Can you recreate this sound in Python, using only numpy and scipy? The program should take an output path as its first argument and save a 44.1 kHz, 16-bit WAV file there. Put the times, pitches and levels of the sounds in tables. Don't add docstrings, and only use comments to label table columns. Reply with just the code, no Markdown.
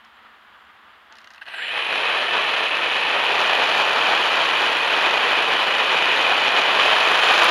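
import sys
import numpy as np
from scipy import signal
from scipy.fft import rfft, irfft
from scipy.io import wavfile
from scipy.ndimage import uniform_filter1d

SR = 44100
rng = np.random.default_rng(int(sys.argv[2]) if len(sys.argv) > 2 else 0)


def ratio_of_db(decibels):
    return 10 ** (np.asarray(decibels, float) / 20)


def wav_out(sig):
    wavfile.write(sys.argv[1], SR, np.round(np.clip(np.atleast_2d(sig).T, -1, 1) * 32767).astype(np.int16))


N = 330750

# f/Hz, density/dB
TRAFFIC = [(24, -57), (40, -22), (71, -13), (161, -22.5), (217, -10.5), (249, -14.5), (435, -14.5),
           (500, -15.5), (744, -7), (890, -5), (1250, -1), (1860, -5), (2360, -11), (3240, -10),
           (4640, -26.5), (6030, -55), (10200, -120)]
OPEN_AIR = [(3500, -12), (4800, 3), (6000, -7), (7400, -7), (7800, -25), (10900, -23), (11300, 0),
            (11700, -25)]
# f/Hz, level/dB rms
HUM = [(80, -80), (224, -70)]
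# t/s, level/dB
CHIRPS = [
    (.145, -73),
    (.29, -80),
    (.588, -73),
    (.65, -74),
    (.905, -75),
    (1.02, -80),
]

# t/s, mount level/dB, crack level/dB
KICKS = [(0.0473, -50, -49), (1.1233, -37, -43), (1.1535, -40, -48), (1.1674, -43.5, -49),
         (1.1842, -36, -43), (1.2034, -47, -56), (1.2144, -52, -52), (1.2430, -36.5, -46),
         (1.2726, -37, -45), (1.304, -38, -44), (1.312, -41, -55), (1.335, -38, -46), (1.3454, -38, -51),
         (1.359, -49, -52), (1.3783, -32.5, -61), (1.4124, -36, -61), (1.416, -34, -61), (1.4188, -32, -59),
         (1.4244, -38, -58), (1.4314, -54, -54), (1.4554, -40, -55), (1.4643, -31, -59), (1.472, -33, -61),
         (1.4774, -34.5, -51), (1.482, -27, -55), (1.4864, -40, -57), (1.4974, -47, -56),
         (1.5055, -36, -58)]
# t/s, peak level/dB
GRIT = [
    (3.2415, -37),
    (6.1594, -36),
    (7.3114, -35),
    (7.4425, -22),
]
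# f/Hz, width/Hz, level/dB
MOUNT = [(670, 60, -10), (900, 200, -12), (1600, 150, 0), (1990, 160, -5), (2530, 120, -7), (2900, 220, -6),
         (4150, 450, -16)]
# f/Hz, density/dB
CRACK = [(2700, -24), (3800, 2.0), (5500, -5), (7200, -13), (8000, -25)]
KICK_RASP = [(7500, -15), (8600, 2), (9800, -7), (11000, 0), (12500, -7), (13300, -25)]
GRIT_TICK = [(5000, -5), (8500, -7), (11000, 1), (12500, -8), (15000, -24), (15200, -40)]

# t/s, shaft turns asked for/Hz
THROTTLE = [(1.455, 0), (1.55, 71.15), (2.2, 71.15), (2.3, 72.1), (2.47, 71.8), (2.6, 70.2), (2.75, 71.1),
            (3.148, 71.0), (3.248, 79.89), (6.661, 79.89), (6.72, 88.73), (7.025, 88.73), (7.5, 95.0)]
# t/s, breeze through the blades level/dB, frame shaking on its wheels level/dB
UNREST = [(1.49, 6, 1.5), (1.55, 3, -2), (1.65, -10, 3), (1.72, 0, 1.2), (1.85, -1.5, 1), (2.0, -0.5, 0),
          (2.5, 0.5, 0), (2.8, -1.5, 0.5), (3.1, 0.5, 0.5), (3.4, 1, 1.5), (3.7, 1, -1.5), (4.7, -0.24, 0),
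          (5.3, -0.25, 0.2), (6.0, -0.5, 1), (6.6, 0.9, 1.5), (6.85, 1, 3), (7.3, -0.5, 0.7),
          (7.47, 2.5, 1)]
# t/s, level/dB
PUFFS = [(1.825, -3.5), (2.28, -2.5), (2.43, -1), (3.8, 1), (4.68, 1.5), (4.85, -2.5), (5.43, -2),
         (5.72, -1), (6.13, 0.5), (6.52, -2), (7.32, 1)]
SPEED_LAWS = [
    (-24.5, 2.8, -51, 0.1),
    (-36, 2.5, -20.5, 0.71),
    (-33.5, 4.8, -49.5, 0.6),
    (-51.5, 5.4, -58, 0.6),
]
SHARES = [
    (0.83, 0.05),
    (0.05, 1),
    (0.86, 0.093),
    (0.55, 0.1),
]

# f/Hz, width/Hz, level/dB
FRAME = [(620, 235, -17.5), (1616, 65, -11.5), (1827, 206, -4), (1982, 283, -4.5), (2490, 306, -2.5),
         (3018, 190, -2.5), (3336, 230, -8.5), (4090, 350, -16), (4520, 150, -22)]
# f/Hz, density/dB
WASH = [(15, -64), (25, -51.5), (271, -13.5), (457, -3.5), (901, 0.5), (1810, -2), (2110, -10.5), (2520, 1),
        (2750, -11.5), (3060, -3.5), (4640, -20.5), (6030, -33), (10200, -120)]
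BLADE_HISS = [(2600, -9.5), (3700, -2), (4650, -7.5), (5150, -13.5), (6400, -14.5), (7400, -18),
              (8400, -35)]
UPPER_HISS = [(7150, -22), (8100, -3.5), (8600, 0.5), (10250, -0.5), (10950, 4.5), (11500, -0.5),
              (12150, -5), (13000, -15), (14000, -16), (15100, -21), (15180, -62)]
PULL_RASP = [(7600, -15), (8500, -4), (9600, -11), (10900, 4), (12000, -12), (13000, -25)]

FRAME_ORDERS = (13, 25, 30, 31, 36, 37, 42, 56)
FRAME_ORDERS_DB = [-36, -37, -45, -41.5, -43, -38.5, -59, -40]
TORQUE_ORDERS = (14, 28, 42, 49)
TORQUE_ORDERS_DB = [-47, -41, -27, -53]
AIR_ORDERS = (1, 2, 13, 56, 84)
AIR_ORDERS_DB = [-65, -59, -40.5, -51.5, -82]

SIDE_ORDERS = (7, 12, 15, 20, 35, 28, 84)
# level/dB, gain at full torque/dB
SIDE_LINES = [(-80, 0), (-77, 0), (-70, 0), (-82, -5), (-84, 0), (-75, 19), (-95, 30)]
# f/Hz, half width/Hz, level on top/dB, level far off/dB
LINE_SWELLS = [
    (10750, 360, -56.5, -67),
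    (7520, 400, -58.5, -79),
]
# f/Hz, width/Hz
BELL = (11000, 900)

# f/Hz, width/Hz
NOTCHES = [(7915, 600), (7915, 200), (7960, 200), (8020, 200), (13400, 900), (13400, 300)]

CARRIER_HZ = 7987
CRUISE_HZ, ROTOR_LAG_S, CATCH_S = 80, .135, 1.45


def rms_one(x):
    return x / np.sqrt(np.mean(x ** 2) + 1e-20)


def noise():
    return rng.standard_normal(N)


def in_time(rows):
    s, *columns = np.transpose(rows)
    return [np.interp(np.arange(N) / SR, s, c) for c in columns]


def colour(x, points):
    hz, level_db = np.transpose(points)
    f = np.maximum(np.arange(N // 2 + 1) * SR / N, 1)
    gain_db = np.interp(np.log(f), np.log(hz), level_db, -90, -90)
    return rms_one(irfft(rfft(x) * ratio_of_db(gain_db), N))


def drift(rate):
    r = np.exp(-2 * np.pi * rate / SR)
    x = rng.standard_normal(N + SR)
    return rms_one(signal.lfilter([1], [1, -2 * r, r * r], x)[SR:])


def resonance(x, hz, width_hz):
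    r = np.exp(-np.pi * width_hz / SR)
    poles = [1, -2 * r * np.cos(2 * np.pi * hz / SR), r * r]
    return signal.lfilter([(1 - r * r) / 2, 0, (r * r - 1) / 2], poles, x)


def ring(x, modes):
    out = 0
    for k, (hz, width_hz, level_db) in enumerate(modes):
        out = out + (-1) ** k * ratio_of_db(level_db) * resonance(x, hz, width_hz)
    return signal.sosfilt(signal.butter(4, 4700, fs=SR, output="sos"), out)


def outdoors():
    t = np.arange(N) / SR
    hiss = ratio_of_db(-49) * colour(noise() * ratio_of_db(drift(13)), TRAFFIC)
    hiss += ratio_of_db(-75.5) * colour(noise(), OPEN_AIR)
    hum = sum(ratio_of_db(level_db - 4.5 + 2.5 * drift(4)) * np.sin(2 * np.pi * hz * t) for hz, level_db in HUM)
    chirps = np.zeros(N)
    for s, level_db in CHIRPS:
        for gap_s in (0, .017):
            chirps += ratio_of_db(level_db) * np.exp(-((t - s - gap_s) / .0045) ** 2)
    return hiss + hum + chirps * np.sin(2 * np.pi * 7360 * t)


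def bursts(times, levels_db, decay_s, rise_s, held_s=0.):
    t, out = np.arange(SR // 5) / SR, np.zeros(N + SR)
    shape = (1 - np.exp(-t / rise_s)) * np.exp(-np.log(1000) * np.maximum(t - held_s, 0) / decay_s)
    for s, level_db in zip(times, levels_db):
        out[int(s * SR):int(s * SR) + len(t)] += ratio_of_db(level_db) * shape
    return out[:N]


def kick_train(times, levels_db, share=1):
    kick = bursts(times, levels_db, decay_s=share * .021, rise_s=.0004, held_s=share * .003)
    return kick + bursts(times, levels_db - 13, decay_s=.11, rise_s=.002)


def knocks():
    s, mount_db, crack_db = np.transpose(KICKS)
    rasp_db = -66.5 + .35 * (mount_db - mount_db.mean()) + .25 * (crack_db - crack_db.mean())
    short = 0.56
    dull = kick_train(s, mount_db - 6.5) * rms_one(ring(noise(), MOUNT))
    crack = kick_train(s, crack_db - 3.5, short) * colour(noise(), CRACK)
    rasp = kick_train(s, rasp_db - 1.2, short) * colour(noise(), KICK_RASP)
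    hits = bursts(*np.transpose(GRIT), decay_s=0.0093, rise_s=.0007, held_s=0.0023)
    return dull + crack + rasp + ratio_of_db(-6.0) * hits * colour(noise(), GRIT_TICK)


def running():
    return np.clip((np.arange(N) / SR - CATCH_S) / 0.023, 0, 1)


def speed():
    r = np.exp(-1 / (ROTOR_LAG_S * SR))
    return signal.lfilter([1 - r], [1, -r], in_time(THROTTLE)[0])


def torque():
    gain_per_s = uniform_filter1d(np.gradient(speed()) * SR, SR // 10)
    return np.clip(gain_per_s / 130, 0, 1)


def load():
    t = np.arange(N) / SR
    fast_db = 20 * np.log10(np.maximum(speed(), 2) / CRUISE_HZ)
    breeze_db, shake_db = in_time(UNREST)
    puff_db = sum(level_db * np.exp(-((t - s) / 0.038) ** 2) for s, level_db in PUFFS)
    breeze_db = breeze_db + puff_db
    shake_db = shake_db + 0.38 * puff_db
    levels = []
    for (air_db, air_power, motor_db, motor_power), (breeze, shake) in zip(SPEED_LAWS, SHARES):
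        air = ratio_of_db(2 * (air_db + air_power * fast_db))
        motor = ratio_of_db(2 * (motor_db + motor_power * fast_db))
        levels.append(10 * np.log10(air + motor) + breeze * breeze_db + shake * shake_db)
    return levels


def propeller(turn):
    wash_db, buzz_db, blade_db, upper_db = load()
    pull = torque()
    gust = 0.6 * drift(7.0) + 4.1 * drift(250) + 6.2 * np.clip(drift(870), -3, 2.3)
    blade_pass = np.cos(2 * turn)
    wash = colour(noise() * ratio_of_db(0.27 * gust + drift(16)), WASH)
    low = signal.sosfiltfilt(signal.butter(2, 470, fs=SR, output="sos"), wash)
    wash = wash - np.clip(.03 * (speed() - CRUISE_HZ), 0, .8) * low
    buzz = noise() * ratio_of_db(0.24 * gust + 0.59 * drift(30) + 1.2 * np.cos(turn))
    buzz = rms_one(ring(buzz, FRAME))
    blade = colour(noise() * ratio_of_db(0.55 * gust + 0.4 * drift(30) + .5 * blade_pass), BLADE_HISS)
    upper = colour(noise() * ratio_of_db(0.38 * gust + 0.27 * drift(21) + 1.7 * blade_pass), UPPER_HISS)
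    rasp = colour(noise() * ratio_of_db(.4 * gust), PULL_RASP)
    moved = ratio_of_db(wash_db + 5.5) * wash + ratio_of_db(buzz_db - 2.5) * buzz
    moved += ratio_of_db(blade_db - 1.7) * blade + ratio_of_db(upper_db - 1.0) * upper
    airflow = 1 - .4 * pull
    return airflow * moved + pull * ratio_of_db(upper_db + 1.0) * rasp


def orders(turn, multiples, levels_db, flutter_db, flutter_hz, sway_rad, sway_hz):
    out = np.zeros(N)
    for k, level_db in zip(multiples, levels_db):
        level = ratio_of_db(level_db + flutter_db * drift(flutter_hz))
        out += level * np.sin(k * turn + sway_rad * drift(sway_hz))
    return out


def whirr(turn):
    wash_db, buzz_db = load()[:2]
    pull_share = torque()
    shake = orders(turn, FRAME_ORDERS, FRAME_ORDERS_DB, 1.56, 34, .5, 34)
    pull = orders(turn, TORQUE_ORDERS, TORQUE_ORDERS_DB, 2.5, 28, .7, 10)
    direct = orders(turn, AIR_ORDERS, AIR_ORDERS_DB, 1.9, 6.8, 1.74, 6)
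    pull *= 1 + .4 * np.cos(2 * turn)
    slow = np.clip(1.4 - speed() / 45, 0, 1)
    rattle = ratio_of_db(-4.0) * slow * rms_one(ring(noise() * ratio_of_db(2.0 * drift(70)), MOUNT))
    body = resonance(resonance(pull, 1700, 620), 1730, 600) + 0.59 * ring(pull, FRAME) + ring(pull, MOUNT)
    pulled = pull_share * ratio_of_db(buzz_db) * (ratio_of_db(22.5) * body + rattle)
    shaken = ratio_of_db(buzz_db + 31.0) * ring(shake, FRAME) * (1 - 0.18 * pull_share)
    return shaken + pulled + ratio_of_db(wash_db + 27.5) * np.clip(speed() / 55, 0, 1) ** 2 * direct


def line_levels():
    levels = [-59 + .2 * (speed() - CRUISE_HZ) + 3 * torque()]
    for k, (hz, width_hz, top_db, far_db) in zip((42, -14), LINE_SWELLS):
        near = np.exp(-((CARRIER_HZ + k * speed() - hz) / width_hz) ** 4)
        levels.append(far_db + (top_db - far_db) * near)
    return levels


def controller(turn):
    carrier = 2 * np.pi * CARRIER_HZ * np.arange(N) / SR
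    pull = torque()
    weak, strong = np.zeros(N), np.zeros(N)
    for k, (level_db, gain_db) in zip(SIDE_ORDERS, SIDE_LINES):
        weak += ratio_of_db(level_db + gain_db * pull) * np.sin(carrier + k * turn)
    for k, level_db in zip((14, 42, -14), line_levels()):
        strong += ratio_of_db(level_db + 3.5 + 1.3 * drift(12)) * np.sin(carrier + k * turn)
    second = ratio_of_db(-89) * np.sin(2 * carrier - 14 * turn)
    return strong + .2 * weak + resonance(weak, *BELL) + second


def scene():
    turn = 2 * np.pi * np.cumsum(speed()) / SR
    motor = running() * (propeller(turn) + whirr(turn) + controller(turn))
    return (outdoors() + knocks() + motor)[None]


def band_limit(x):
    return signal.sosfilt(signal.butter(12, 15720, fs=SR, output="sos"), x)


def record(dry):
    x = 1.15 * np.tanh(dry / 1.15)
    for hz, width_hz in NOTCHES:
        x = x - resonance(x, hz, width_hz)
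    x = signal.sosfilt(signal.ellip(8, 1, 50, 15120, fs=SR, output="sos"), x)
    level_db = 10 * np.log10(uniform_filter1d(x ** 2, SR // 8) + 1e-12)
    hiss_db = -74.5 - 4 * np.maximum(level_db + 26.5, 0)
    hiss = ratio_of_db(hiss_db) * rng.standard_normal(x.shape)
    return band_limit(x + hiss)


dry = scene()
out = record(dry)
wav_out(out)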